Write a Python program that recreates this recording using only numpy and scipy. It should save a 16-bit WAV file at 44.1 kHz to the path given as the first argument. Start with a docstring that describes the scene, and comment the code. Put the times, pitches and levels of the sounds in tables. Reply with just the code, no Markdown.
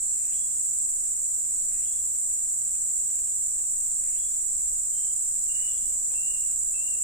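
"""A dense insect chorus shrills in the ferns of a plantation, many rough pulse trains blurred by leaf echoes.
Three nearer katydids pulse inside it as filtered bursts of noise, and thin cricket tones run through it.
Far off, a cicada whines on and off, one bird repeats a short raspy phrase of fluttering tones,
and another whistles four notes, each starting lower than the last. A few dry twigs tick as ringing
cracks, and a very distant engine wavers as a few harmonics over the soft noise rumble of the air."""
import sys
import numpy as np
from scipy import signal
from scipy.fft import rfft, irfft
from scipy.io import wavfile

SR = 44100
rng = np.random.default_rng(int(sys.argv[2]) if len(sys.argv) > 2 else 0)


def put_to_file(sound):
    """Save the sound as 16-bit audio at rate SR, in the file named by the first command-line argument."""
    columns = np.atleast_2d(sound).T  # one column per channel
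    safe = np.clip(columns, -1, 1)
    whole_steps = np.round(safe * 32767)
    wavfile.write(sys.argv[1], SR, whole_steps.astype(np.int16))


N = 310023


def from_db(db):
    """Decibels to gain."""
    return 10 ** (np.asarray(db) / 20)


def rms_one(x):
    """Scale to rms 1."""
    return x / np.sqrt(np.mean(x ** 2) + 1e-20)


def seconds():
    """The time of every sample."""
    return np.arange(N) / SR


def in_time(rows):
    """Join the rows of a curve by straight lines, one array per column."""
    s, *columns = np.transpose(rows)
    return [np.interp(seconds(), s, column) for column in columns]


def turning(hz):
    """The phase in radians of an oscillation whose rate follows a curve in Hz."""
    return 2 * np.pi * np.cumsum(hz) / SR


def bins_hz():
    """The frequencies of a whole-length spectrum, with the lowest bin kept off zero."""
    return np.maximum(np.arange(N // 2 + 1), 1) * SR / N


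def over_hz(points):
    """Join (Hz, value) points on a log-frequency axis."""
    hz, value = np.transpose(points)
    return np.interp(np.log(bins_hz()), np.log(hz), value)


def colour(x, spectrum):
    """Weight x by a spectrum that falls away steeply outside its ends; rms 1."""
    hz = bins_hz()
    lowest_hz, highest_hz = spectrum[0][0], spectrum[-1][0]
    skirts = np.minimum(1, np.minimum(hz / lowest_hz, highest_hz / hz)) ** 24
    return rms_one(irfft(rfft(x) * from_db(over_hz(spectrum)) * skirts, N))


def resonate(x, hz, width_hz):
    """A two-pole resonance with gain 1 on top."""
    r = np.exp(-np.pi * width_hz / SR)
    feed = np.array([1, 0, -1]) * (1 - r * r) / 2
    feedback = [1, -2 * r * np.cos(2 * np.pi * hz / SR), r * r]
    return signal.lfilter(feed, feedback, x + 1e-18)


def drift(rate):
    """Smooth chance of spread 1 that changes about `rate` times a second."""
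    low_pass = signal.butter(2, rate, fs=SR, output="sos")
    # the first second lets the filter settle
    return rms_one(signal.sosfilt(low_pass, rng.standard_normal(N + SR))[SR:])


def pan(lean_db):
    """Left and right gains for a level difference, left minus right."""
    return from_db(np.array([[.5], [-.5]]) * lean_db)


def foliage(x, t60, wet_db, lag_s=0):
    """Direct sound, later on the left for a positive lag, plus a dying cloud of leaf echoes; keeps the power."""
    t = np.arange(int(t60 * SR) + 128) / SR
    paths = rng.standard_normal((2, len(t))) * from_db(-60 * t / t60)
    paths *= from_db(wet_db) / np.linalg.norm(paths, axis=1, keepdims=True)
    paths[0, round(max(lag_s, 0) * SR)] += 1
    paths[1, round(max(-lag_s, 0) * SR)] += 1
    paths /= np.linalg.norm(paths, axis=1, keepdims=True)
    return signal.oaconvolve(x[None], paths, axes=1)[:, :N]


def stridulate(syllable_rate, pulse_rate, share, pulse_decay_s, unsteady):
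    """Each syllable is a swelling run of wing strokes, each a short, rounded burst of file-tooth scraping."""
    t = seconds()
    wander = unsteady * np.sin(2 * np.pi * (t * rng.uniform(.1, .3) + rng.random()))  # in syllables
    phase = (syllable_rate * t + wander + rng.random()) % 1
    since_stroke = phase / syllable_rate % (1 / pulse_rate)
    # the swell steps once per stroke, so every stroke has one strength
    stroke_phase = phase - since_stroke * syllable_rate + .5 * syllable_rate / pulse_rate
    swell = np.sin(np.pi * np.minimum(stroke_phase / share, 1))
    stroke = since_stroke * np.exp(-since_stroke / pulse_decay_s)
    return rms_one(swell * stroke * rng.standard_normal(N))


# Spectra of the ferns' main shrill, a lower species and a very high one.
# Each row: frequency in Hz, relative density in dB per Hz.
SHRILL_SPECTRUM = [(5900, -65), (6250, -26.5), (6760, -9), (7100, 2), (7600, 4.5), (8050, 2.5), (8500, -4),
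                   (9000, -12.5), (9650, -18), (10200, -25.5), (11100, -24), (11900, -35.5), (13200, -45)]
LOW_SHRILL_SPECTRUM = [(4800, -20), (5100, -8), (5350, 3.5), (5650, 14.5), (5900, 12), (6200, -14),
                       (6500, -54)]
HIGH_SHRILL_SPECTRUM = [(13000, -32), (13150, -8), (13300, -11), (13650, -11), (13900, -2), (14200, -4),
                        (14400, -30)]
# Where the chorus sits across the stereo pair. Each row: frequency in Hz, left minus right in dB.
CHORUS_LEAN = [(6000, -0.5), (6900, -0.5), (7500, -2.5), (8000, -3.5), (8400, 7), (8750, -12), (9300, 11.5),
               (10500, -0.5), (12500, 2), (13800, 4)]


def chorus(count=16):
    """Many insects, each at its own pace and place, blur into a shrill in three registers."""
    crowd = 0
    for pace, strokes, side in rng.uniform(-1, 1, (count, 3)):
        song = stridulate(28 + 9 * pace, 170 + 70 * strokes, share=.78, pulse_decay_s=.0011, unsteady=1.2)
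        crowd = crowd + foliage(song, t60=.16, wet_db=6, lag_s=.00045 * side)
    voices = from_db(-27) * colour(crowd, SHRILL_SPECTRUM)
    voices += from_db(-56) * colour(crowd, LOW_SHRILL_SPECTRUM)
    voices += from_db(-51.5) * colour(crowd, HIGH_SHRILL_SPECTRUM)
    return irfft(rfft(voices) * pan(over_hz(CHORUS_LEAN)), N)


# Three singers nearer the microphones. Each row: syllables per second, wing strokes per second,
# sounding share of a syllable, pitch in Hz, half-width in Hz, level in dB, left minus right in dB,
# lag of the left side in seconds, upper wing resonance in dB against the main one.
NEAR_KATYDIDS = [(26.44, 101, .74, 8180, 380, -37, -3, .00041, -17),
                 (24.2, 92, .7, 8720, 200, -46.5, 4, -.00036, -30),
                 (25.3, 177, .8, 13950, 250, -57, 4, 0, -60)]
UPPER_WING_RATIO = 1.2  # upper wing resonance over the main pitch


def wing_resonance(song, hz, half_width_hz):
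    """The wing lets through one band of the scraping; rms 1."""
    band = [hz - half_width_hz, hz + half_width_hz]
    return rms_one(signal.sosfilt(signal.butter(3, band, "band", fs=SR, output="sos"), song))


def katydids():
    """Near singers: regular syllables of a few strokes ring two wing resonances and stay distinct."""
    out = 0
    for syllable_rate, pulse_rate, share, hz, half_width_hz, level_db, lean_db, lag_s, upper_db in NEAR_KATYDIDS:
        song = stridulate(syllable_rate, pulse_rate, share, pulse_decay_s=.0018, unsteady=.04)
        main = wing_resonance(song, hz, half_width_hz)
        upper = wing_resonance(song, hz * UPPER_WING_RATIO, half_width_hz)
        heard = foliage(main + from_db(upper_db) * upper, t60=.05, wet_db=-6, lag_s=lag_s)
        out = out + from_db(level_db) * pan(lean_db) * heard
    return out


def blurred_tone(hz, width_hz):
    """A tone on a pitch curve whose strength and phase flutter, spreading it over a width."""
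    phase = turning(hz * np.ones(N))
    return rms_one(drift(width_hz / 2) * np.cos(phase) + drift(width_hz / 2) * np.sin(phase))


# Crickets among the ferns, each on one steady pitch.
# Each row: pitch in Hz, width in Hz, level in dB, left minus right in dB.
CRICKET_TONES = [(7548, 30, -43.5, -7), (7677, 60, -46.5, -12), (7950, 25, -47, 4), (8280, 50, -49, 9),
                 (9690, 55, -57, 5), (10170, 45, -65, 8), (10304, 55, -65, 8), (11170, 70, -69, 6)]


def crickets():
    """Thin tones of steady pitch inside the shrill, each fluttering within a narrow band."""
    out = 0
    for hz, width_hz, level_db, lean_db in CRICKET_TONES:
        heard = foliage(blurred_tone(hz, width_hz), t60=.02, wet_db=5)
        out = out + from_db(level_db) * pan(lean_db) * heard
    return out


# How alike the air is at the two microphones.
# Each row: frequency in Hz, likeness from -1 (opposite) to 1 (the same).
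LEFT_RIGHT_LIKENESS = [(40, 0.51), (150, 0.3), (400, 0.16), (900, -0.06), (1400, -0.08), (2200, 0.056),
                       (5000, -0.22)]


def moving_air(spectrum):
    """Stereo noise, clearly alike on both sides only in the bass."""
    mid, side = rfft(rng.standard_normal((2, N)))
    alike = np.clip(over_hz(LEFT_RIGHT_LIKENESS), -1, 1)
    stereo = np.sqrt(1 + alike) * mid + np.sqrt(1 - alike) * side * [[1], [-1]]
    return colour(irfft(stereo, N), spectrum)


# Still air of the place, then breeze rumble on the microphone.
# Each row: frequency in Hz, relative density in dB per Hz.
AIR_SPECTRUM = [(40, -47), (75, -14), (100, -7), (125, -12), (320, -19), (520, -20), (1000, -23),
                (2200, -26), (3500, -29.5), (4300, -28.5), (4700, -29.5), (14000, -54)]
RUMBLE_SPECTRUM = [(10, 8), (28, -7), (45, -2), (60, -9), (80, -25.5), (140, -55)]
# Gusts at the microphone. Each row: time of the peak in seconds, rise in dB.
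BREEZE_GUSTS = [(3.5, 1.5), (4.1, 2.5), (4.7, 6.5), (5.85, 5.5), (6.6, 2)]
BREEZE_DB, GUST_S = -54, 0.15  # rumble between gusts, time from a gust's peak to 1/e of its rise


def air():
    """A steady far hush, and a light breeze rumbling on the microphone in soft gusts."""
    t = seconds()
    gusts_db = sum(rise_db * np.exp(-((t - s) / GUST_S) ** 2) for s, rise_db in BREEZE_GUSTS)
    hush = from_db(-58.5) * moving_air(AIR_SPECTRUM)
    return hush + from_db(BREEZE_DB + gusts_db) * moving_air(RUMBLE_SPECTRUM)


# Bouts of the far cicada. Each row: time of full effort in seconds, level in dB.
CICADA_PEAKS = [(.68, -65.5), (6.131, -64.5)]
CICADA_BUILD_S, CICADA_FADE_S = 1.7, 0.41
CICADA_REST_HZ, CICADA_RISE_HZ = 4897, 294  # pitch at no effort, and what full effort adds


def cicada(width_hz=90):
    """A far, rough whine; effort builds and ebbs in each bout and lifts pitch and strength together."""
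    t, whine = seconds(), 0
    for peak_s, level_db in CICADA_PEAKS:
        building = np.clip(1 + (t - peak_s) / CICADA_BUILD_S, 0, 1) ** .35
        effort = building * np.exp(-np.maximum(t - peak_s, 0) / CICADA_FADE_S)
        tone = blurred_tone(CICADA_REST_HZ + CICADA_RISE_HZ * np.sqrt(effort), width_hz)
        whine = whine + from_db(level_db) * effort ** .61 * tone
    return foliage(whine, t60=.27, wet_db=8)


# Phrases of the far raspy bird. Each row: start in seconds, level in dB, extra dB on its lowest rasp.
RASPY_PHRASES = [(0.025, -57.5, -4), (1.537, -58, -3), (3.865, -58.5, -2), (5.376, -60, 0.5)]
# The notes of a phrase. Each row: delay in seconds, length in seconds, pitch in Hz, glide in Hz,
# roughness as a width in Hz, level in dB against the phrase.
RASPY_NOTES = [(0, 0.11, 4230, 1, 200, -6.5), (0.13, .18, 1800, 200, 480, -5),
               (0.146, 0.18, 2408, 330, 450, -7), (0.269, 0.069, 2708, 610, 453, -3),
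               (0.304, 0.126, 3336, 62, 109, -3)]
RATTLES_PER_S, RATTLE_DEPTH = 55, .45
LOW_RASP_BELOW_HZ = 2100  # a note pitched under this is the lowest rasp


def raspy_bird():
    """A rattling phrase of a high chip, two soft rasps and a quick sweep up into a clearer note."""
    song, t = 0, seconds()
    for delay, length, hz, glide_hz, width_hz, note_db in RASPY_NOTES:
        swell, glide = 0, 0
        for start, phrase_db, low_db in RASPY_PHRASES:
            progress = np.clip((t - start - delay) / length, 0, 1) % 1  # 0 outside the note
            level_db = phrase_db + note_db + low_db * (hz < LOW_RASP_BELOW_HZ)
            swell = swell + from_db(level_db) * np.sqrt(np.sin(np.pi * progress))
            glide = glide + progress
        song = song + swell * blurred_tone(hz + glide_hz * glide ** 2, width_hz)
    rattle = rms_one(1 + RATTLE_DEPTH * np.sin(turning(RATTLES_PER_S + 10 * drift(20.3))))
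    return foliage(song * rattle, t60=.8, wet_db=1)


# Ticks of dry twigs. Each row: time in seconds, crack in dB, hollow knock in dB.
TWIG_TICKS = [(.323, -51, -70), (2.746, -53, -64), (3.0964, -53, -70), (3.139, -53, -70),
              (3.185, -54.5, -70), (3.27, -55, -60), (3.5887, -51.5, -58), (6.105, -51.5, -63),
              (6.13, -49, -53)]
# What a twig rings with. Each row: frequency in Hz, width in Hz, gain in dB.
TWIG_MODES = [(750, 600, 4), (1600, 1100, 8.5), (2650, 1200, 10.5)]
TWIG_DULL_HZ = 4300  # the undergrowth swallows what lies above
KNOCK_HZ, KNOCK_S = 894, 0.0092  # pitch and decay of the hollow knock


def twigs(crack_s=.01):
    """Small dry cracks of dying noise ring the twig's broad modes, with a hollow knock of varying strength."""
    t = seconds()
    cracking, knocks = 0, 0
    for s, crack_db, knock_db in TWIG_TICKS:
        begun, age = t >= s, np.abs(t - s)
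        cracking = cracking + from_db(crack_db) * begun * np.exp(-age / crack_s)
        knock = np.exp(-age / KNOCK_S) * np.sin(2 * np.pi * KNOCK_HZ * (t - s))
        knocks = knocks + from_db(knock_db) * begun * knock
    cracks = cracking * rng.standard_normal(N)
    ringing = 0
    for k, (hz, width_hz, db) in enumerate(TWIG_MODES):
        ringing = ringing + (-1) ** k * from_db(db) * resonate(cracks, hz, width_hz)  # signs alternate
    ringing = signal.sosfilt(signal.butter(2, TWIG_DULL_HZ, fs=SR, output="sos"), ringing)
    return foliage(ringing + knocks, t60=.054, wet_db=12)


# Course of the engine far away. Each row: time in seconds, firing rate in Hz, level in dB.
ENGINE_COURSE = [(2.9, 255, -84), (3.25, 285, -81), (3.6, 258, -81), (4.3, 255, -88), (5.5, 252, -83),
                 (5.645, 260, -74), (5.7, 254, -76), (5.86, 267, -74), (5.955, 277, -67), (6.025, 258, -81),
                 (6.075, 247, -73), (6.115, 265, -67), (6.16, 252, -69.5), (6.21, 262, -80),
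                 (6.275, 266, -72), (6.4, 259, -77), (6.57, 252, -75), (6.68, 242, -84), (6.82, 261, -76),
                 (6.94, 276, -72), (7.03, 284, -82)]
# Its partials. Each row: multiple of the firing rate, relative level in dB.
ENGINE_PARTIALS = [(1, 0), (2, 6), (3, -4), (4, -4)]
ENGINE_EMERGES_S = 0.66  # it swells out of the hush before the first row


def engine():
    """A small engine emerges far away, its speed wavering; the air between makes it fade in and out."""
    hz, level_db = in_time(ENGINE_COURSE)
    emerging = np.clip(1 + (seconds() - ENGINE_COURSE[0][0]) / ENGINE_EMERGES_S, 0, 1)
    phase = turning(hz * (1 + .024 * drift(30)))
    drone = sum(from_db(db) * np.sin(round(k) * phase) for k, db in ENGINE_PARTIALS)
    return foliage(emerging * from_db(level_db + drift(12)) * drone, t60=.2, wet_db=-8)


# Notes of the far whistling bird. Each row: start in seconds, length in seconds, starting pitch in Hz,
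# rise in Hz, level in dB, dB that the leaves take from the direct path,
# phase between the two sides in radians, closing flick in Hz.
WHISTLE_NOTES = [(4.912, .24, 3100, 15, -59.3, 4, .7, 50), (5.48, .255, 2835, 85, -48.5, 1, 1.9, 130),
                 (6.137, .25, 2720, 135, -48, 1, 2.0, 200), (6.728, .235, 2660, 170, -47.5, .5, 2.0, 250)]
# Moments when the whistle turns hollow, opposite in phase on the two sides.
# Each row: time in seconds, depth from 0 to 1.
HOLLOW_MOMENTS = [(5.532, 0.7), (5.592, 0.8), (6.213, 0.84), (6.262, .55), (6.844, 1), (6.912, 1)]
HOLLOW_S = 0.014  # how long it stays hollow, either side of each time
SCOOP_HZ, SCOOP_S = 112.3, 0.0059  # each note scoops up from below
FLICK_S = 0.0112  # and ends in a downward flick
QUAVERS_PER_S, QUAVER_HZ, QUAVER_DB = 31, 18, 2  # a fast quaver shakes pitch and strength
# shares of a note: until which its pitch holds level, and at which it tops out
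WHISTLE_HOLD, WHISTLE_CREST = .18, .68
WHISTLE_ECHO_DB = -10


def whistler(fade_s=0.027, waver_hz=10):
    """Quavering notes hold level, step up into an arch and flick down; stirring leaves smear their echoes."""
    song, direct, t = 0, 0, seconds()
    quaver = turning(QUAVERS_PER_S + 2 * drift(8))
    for start, length, hz, rise_hz, level_db, screened_db, side_phase, flick_hz in WHISTLE_NOTES:
        age = np.clip(t - start, 0, length)
        past_hold = np.maximum(age / length - WHISTLE_HOLD, 0) / (WHISTLE_CREST - WHISTLE_HOLD)
        arch = np.sin(np.pi / 2 * past_hold) ** 2
        scoop_hz = SCOOP_HZ * np.exp(-age / SCOOP_S)
        closing_hz = flick_hz * np.exp((age - length) / FLICK_S)
        shake_hz = QUAVER_HZ * np.cos(quaver) + waver_hz * drift(42.6)
        phase = turning(hz + rise_hz * arch - scoop_hz - closing_hz + shake_hz)
        gate = np.clip(np.minimum(age, length - age) / fade_s, 0, 1)
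        note = gate * from_db(level_db) * np.sqrt(2) * np.cos([phase, phase + side_phase])
        song = song + note[0]
        direct = direct + from_db(-screened_db) * note
    uneven = .5 * np.array([drift(20), drift(16)])  # separate on each side
    beats = rms_one(from_db(QUAVER_DB * (np.sin(quaver) + uneven)))
    echoes = foliage(song * drift(30), t60=1.1, wet_db=15)
    heard = beats * (direct + from_db(WHISTLE_ECHO_DB) * echoes)
    hollow = sum(depth * np.exp(-np.abs((t - s) / HOLLOW_S) ** np.e) for s, depth in HOLLOW_MOMENTS)
    # taking out what both sides share leaves them opposite
    return heard - np.minimum(hollow, 1) * heard.mean(axis=0)


def scene():
    """Insects all around, birds and small sounds behind them."""
    insects = chorus() + katydids() + crickets()
    background = air() + cicada() + raspy_bird() + twigs() + engine() + whistler()
    return insects + background


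CUTOFF_HZ = 14280


def record(dry):
    """The top is cut steeply."""
    return signal.sosfilt(signal.ellip(16, .1, 90, CUTOFF_HZ, fs=SR, output="sos"), dry)


dry = scene()
out = record(dry)
put_to_file(out)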